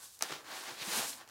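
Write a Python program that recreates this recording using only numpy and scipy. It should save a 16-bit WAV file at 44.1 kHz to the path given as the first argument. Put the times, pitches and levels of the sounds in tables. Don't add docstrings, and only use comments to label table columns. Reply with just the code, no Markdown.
import sys
import numpy as np
from scipy import signal
from scipy.io import wavfile

SR = 44100
rng = np.random.default_rng(int(sys.argv[2]) if len(sys.argv) > 2 else 0)


def store_wav(level_fs):
    pcm = np.round(np.clip(np.atleast_2d(level_fs), -1, 1) * 32767)
    wavfile.write(sys.argv[1], SR, pcm.T.astype(np.int16))


N = 57330


def amp(db):
    return 10 ** (np.asarray(db) / 20)


def evened(x):
    return x / np.sqrt(np.mean(x ** 2) + 1e-20)


def unit(x):
    return x / np.sqrt(np.sum(x ** 2) + 1e-20)


def decay(t, t60):
    return np.exp(-np.log(1000) * t / t60)


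def read(points, hz):
    table_hz, value = np.transpose(points)
    return np.interp(np.log(hz + 1), np.log(table_hz + 1), value)


def level(points):
    s, db = np.transpose(points)
    return amp(np.interp(np.arange(N) / SR, s, db))


def add(mix, s, sound):
    part = mix[round(s * SR):][:len(sound)]
    part += sound[:len(part)]


def colour(x, points, tilt_db=0):
    hz = abs(np.fft.fftfreq(4096, 1 / SR))
    tilt = tilt_db * np.log2(np.maximum(hz, 200) / 1000)
    log_gain = np.log(amp(read(points, hz) + tilt))
    response = np.exp(np.conj(signal.hilbert(log_gain)))
    taps = np.fft.ifft(response).real[:2048]
    return signal.fftconvolve(x, taps)[:len(x)]


def ring(modes):
    t = np.arange(SR // 4) / SR
    return [amp(db) * decay(t, t60) * np.sin(2 * np.pi * hz * t) for hz, db, t60 in modes]


def slips(per_s, spread_db):
    size = amp(spread_db * np.minimum(rng.exponential(1, N), 4))
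    sign = rng.choice([-1, 1], N)
    happens = rng.random(N) < per_s / SR
    return evened(size * sign * happens)


# f/Hz, relative level/dB
AIR_COLOUR = [(20, -34), (35, -14), (55, 0.5), (130, 3), (220, -9), (1000, -10), (4000, -15.5),
              (16000, -12)]
AIR_DB = -69


def air():
    return amp(AIR_DB) * evened(colour(rng.standard_normal(N), AIR_COLOUR))


# f/Hz, time to fall 60 dB/s
ROOM_DECAY = [(100, 0.78), (700, 0.45), (4000, 0.18), (16000, 0.12)]
ROOM_DB, ROOM_DELAY_S = -15.5, 0.00274


def room(x):
    noise = rng.standard_normal(SR // 2)
    hz, t, bands = signal.stft(noise, SR, nperseg=256)
    fading = bands * decay(t, read(ROOM_DECAY, hz)[:, None])
    tail = signal.istft(fading, SR)[1]
    tail = tail * (np.arange(len(tail)) / SR > ROOM_DELAY_S)
    return amp(ROOM_DB) * signal.fftconvolve(x, unit(tail))[:N]


# start t/s, energy level/dB, pitch f/Hz
BOX_THUDS = [(.298, -27.5, 264), (.312, -26.5, 150), (.712, -34.5, 134), (0.811, -29, 154),
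             (.873, -20, 197), (.972, -18.5, 238), (0.992, -26.5, 144), (1.095, -30.5, 265)]
# multiple of the pitch, relative level/dB
BOX_MODES = [(1, 30), (1.25, -12), (.62, -10)]
THUD_RISE_S, THUD_T60_S = 0.0054, 0.08


def thuds():
    out = np.zeros(N)
    for s, db, hz in BOX_THUDS:
        swing = sum(ring([(hz * k, mode_db, THUD_T60_S) for k, mode_db in BOX_MODES]))
        t = np.arange(len(swing)) / SR
        rise = 1 - np.exp(-(t / THUD_RISE_S) ** 2)
        add(out, s, amp(db) * unit(swing * rise))
    return out


# start t/s, energy level/dB, tilt/dB per octave
BOX_KNOCKS = [(0.2094, -18.5, 1), (0.2127, -27, 2), (.296, -24, -1), (0.3056, -19.5, -3.5),
              (0.3079, -21, 3), (0.3203, -20, 2.5), (0.3238, -15, 0), (0.3276, -29, 9), (.414, -32, -5),
              (1.2765, -33, 1)]
# f/Hz, relative level/dB
KNOCK_SPECTRUM = [(40, -35), (120, -34), (300, 4), (750, 0), (1800, 3), (3000, -4), (5500, -7.5),
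                  (9000, -16.5), (16000, -39)]
CHATTER_T60_S, CHATTER_SHARE = 0.01, 0.61


def knocks():
    out = np.zeros(N)
    t = np.arange(SR // 10) / SR
    for s, db, tilt_db in BOX_KNOCKS:
        chatter = rng.standard_normal(len(t)) * decay(t, CHATTER_T60_S)
        blow = (t == 0) + CHATTER_SHARE * chatter
        add(out, s, amp(db) * unit(colour(blow, KNOCK_SPECTRUM, tilt_db)))
    return out


# start t/s, energy level/dB, tilt/dB per octave
CLICKS = [(.1916, -28, 6), (.224, -2.5, 0), (.2363, -15.5, 0), (1.2895, -33, 1)]
# f/Hz, relative level/dB, time to fall 60 dB/s
EDGE_MODES = [(645, -21, 0.019), (890, -19, 0.015), (1250, -22, 0.021), (1850, -14, 0.0072),
              (2570, -18, 0.0068), (3870, -15, 0.0097), (4920, -4.5, 0.0035), (6160, -2, 0.0046),
              (7900, -7, 0.004), (9740, -7.5, 0.0043), (12180, -17, 0.0072), (14700, -8, 0.0018)]
# f/Hz, relative level/dB
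SNAP_SPECTRUM = [(40, -51), (200, -10), (450, 5), (16000, 1.5)]


def snaps():
    out = np.zeros(N)
    click = sum((-1) ** k * mode for k, mode in enumerate(ring(EDGE_MODES)))
    for s, db, tilt_db in CLICKS:
        add(out, s, amp(db) * unit(colour(click, SNAP_SPECTRUM, tilt_db)))
    return out


# f/Hz, relative level/dB, time to fall 60 dB/s
PANEL_MODES = [(297, -8, 0.041), (762, 4.5, 0.35), (883, -6, 0.16), (1020, -8.5, 0.039), (1113, 1, 0.12),
               (1234, -17, 0.14), (1520, 2.5, 0.027), (1670, 2, 0.024), (1800, -1.5, 0.1),
               (3900, -20, 0.093)]
PANEL_DB = -29


def body(x):
    tones = zip(PANEL_MODES, ring(PANEL_MODES))
    modes = sum(amp(db) * unit(np.diff(tone)) for (_, db, _), tone in tones)
    return signal.fftconvolve(x, unit(modes))[:N]


def panel(x):
    return x + amp(PANEL_DB) * body(x)


# middle t/s, peak level/dB, time from peak to 1/e of it/s
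SLOW_DRAGS = [(0.017, -63, 0.067), (0.517, -51, 0.062), (0.64, -55, 0.099), (1.207, -54, 0.026)]
# f/Hz, relative level/dB
DRAG_SPECTRUM = [(100, -24), (290, -8.5), (500, -4), (750, -1.5), (1100, 1.5), (1750, -3.5), (2400, -14),
                 (4000, -12.5), (16000, -23)]
SLIPS_PER_S, SLIP_SPREAD_DB = 5000, 2


def drags(ring_share=0.54):
    t = np.arange(N) / SR
    stroke = sum(amp(db) * np.exp(-((t - s) / half_s) ** 2) for s, db, half_s in SLOW_DRAGS)
    grit = evened(colour(slips(SLIPS_PER_S, SLIP_SPREAD_DB), DRAG_SPECTRUM))
    hollow = evened(body(grit))
    return stroke * evened(ring_share * hollow + (1 - ring_share) * grit)


# peak t/s, peak level/dB, rise/s, tilt/dB per octave
FOAM_CATCHES = [(.83, -39.5, .03, 0), (1.132, -45, .005, 2.5)]
# f/Hz, relative level/dB
CATCH_SPECTRUM = [(200, -17.5), (1700, -7), (2350, 0.5), (3200, -2.5), (4300, 0), (5500, -9), (16000, -48)]
CATCH_FALL_S = 0.0055


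def catch():
    out = np.zeros(N)
    for s, db, rise_s, tilt_db in FOAM_CATCHES:
        t = np.arange(N) / SR - s
        grip = np.exp(np.minimum(t / rise_s, -t / CATCH_FALL_S))
        rasp = colour(slips(per_s=9000, spread_db=1.5), CATCH_SPECTRUM, tilt_db)
        out += amp(db) * grip * evened(rasp)
    return out


# t/s, level/dB
SWISH_LEVEL = [(0, -57), (.045, -49), (.1, -58), (.15, -57), (.185, -62.5), (.25, -53), (.35, -58),
               (.43, -66), (.57, -50), (.77, -57.5), (.85, -46), (.92, -41.5), (.982, -34), (1.015, -41),
               (1.06, -43), (1.095, -40), (1.12, -46), (1.18, -55.5), (1.265, -75), (1.3, -62)]
# f/Hz, relative level/dB
SWISH_SPECTRUM = [(100, -56), (1000, -40), (2500, -9.5), (4200, -3), (6500, -2), (9500, -1.5), (11000, -6),
                  (14000, -8), (16000, -18)]


def swish():
    flicks = slips(per_s=14000, spread_db=3)
    return level(SWISH_LEVEL) * evened(colour(flicks, SWISH_SPECTRUM))


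UNEVEN_DB, UNEVEN_PER_S = 1.2, 110


def pressure():
    knots = rng.standard_normal(1000)
    place = np.arange(N) / SR * UNEVEN_PER_S
    return amp(UNEVEN_DB * np.interp(place, np.arange(len(knots)), knots))


# t/s, level/dB
SCRAPE_LEVEL = [(0, -60), (.06, -63), (.11, -73.5), (.2, -66.5), (.23, -42), (.28, -49.5), (.335, -42.5),
                (.385, -51.5), (.435, -57.5), (.52, -45.5), (.61, -49), (.68, -45), (.77, -51),
                (.85, -46.5), (.93, -37.5), (.985, -37.5), (1.04, -40), (1.1, -51), (1.17, -57),
                (1.21, -52), (1.26, -61.5), (1.3, -57)]
# f/Hz, relative level/dB
SCRAPE_SPECTRUM = [(25, -22), (55, -20), (90, -17), (140, -13), (280, -0.5), (600, -1), (800, 3),
                   (1700, 0.5), (2400, -0.5), (4200, -0.5), (7000, -7.5), (11000, -19), (16000, -16)]
DULL_BELOW_DB, DULL_SHARE, DULL_HZ = -49.5, 0.53, 2150


def scrape():
    grit = evened(colour(slips(SLIPS_PER_S, SLIP_SPREAD_DB), SCRAPE_SPECTRUM))
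    low_pass = signal.butter(4, DULL_HZ, fs=SR, output="sos")
    low = signal.sosfiltfilt(low_pass, grit)
    effort = level(SCRAPE_LEVEL)
    treble = np.minimum(effort / amp(DULL_BELOW_DB), 1) ** DULL_SHARE
    return effort * pressure() * (low + treble * (grit - low))


def scene():
    on_cardboard = panel(scrape() + knocks())
    near = on_cardboard + drags() + snaps() + thuds() + swish() + catch()
    return (near + room(near) + air())[None]


LOW_CUT_HZ, EDGE_HZ = 29, 15950


def record(dry):
    low_cut = signal.butter(4, LOW_CUT_HZ, "high", fs=SR, output="sos")
    lean = signal.sosfilt(low_cut, dry)
    band_limit = signal.firwin(401, EDGE_HZ, window=("kaiser", 8), fs=SR)
    return signal.oaconvolve(lean, band_limit[None], "same")


dry = scene()
out = record(dry)
store_wav(out)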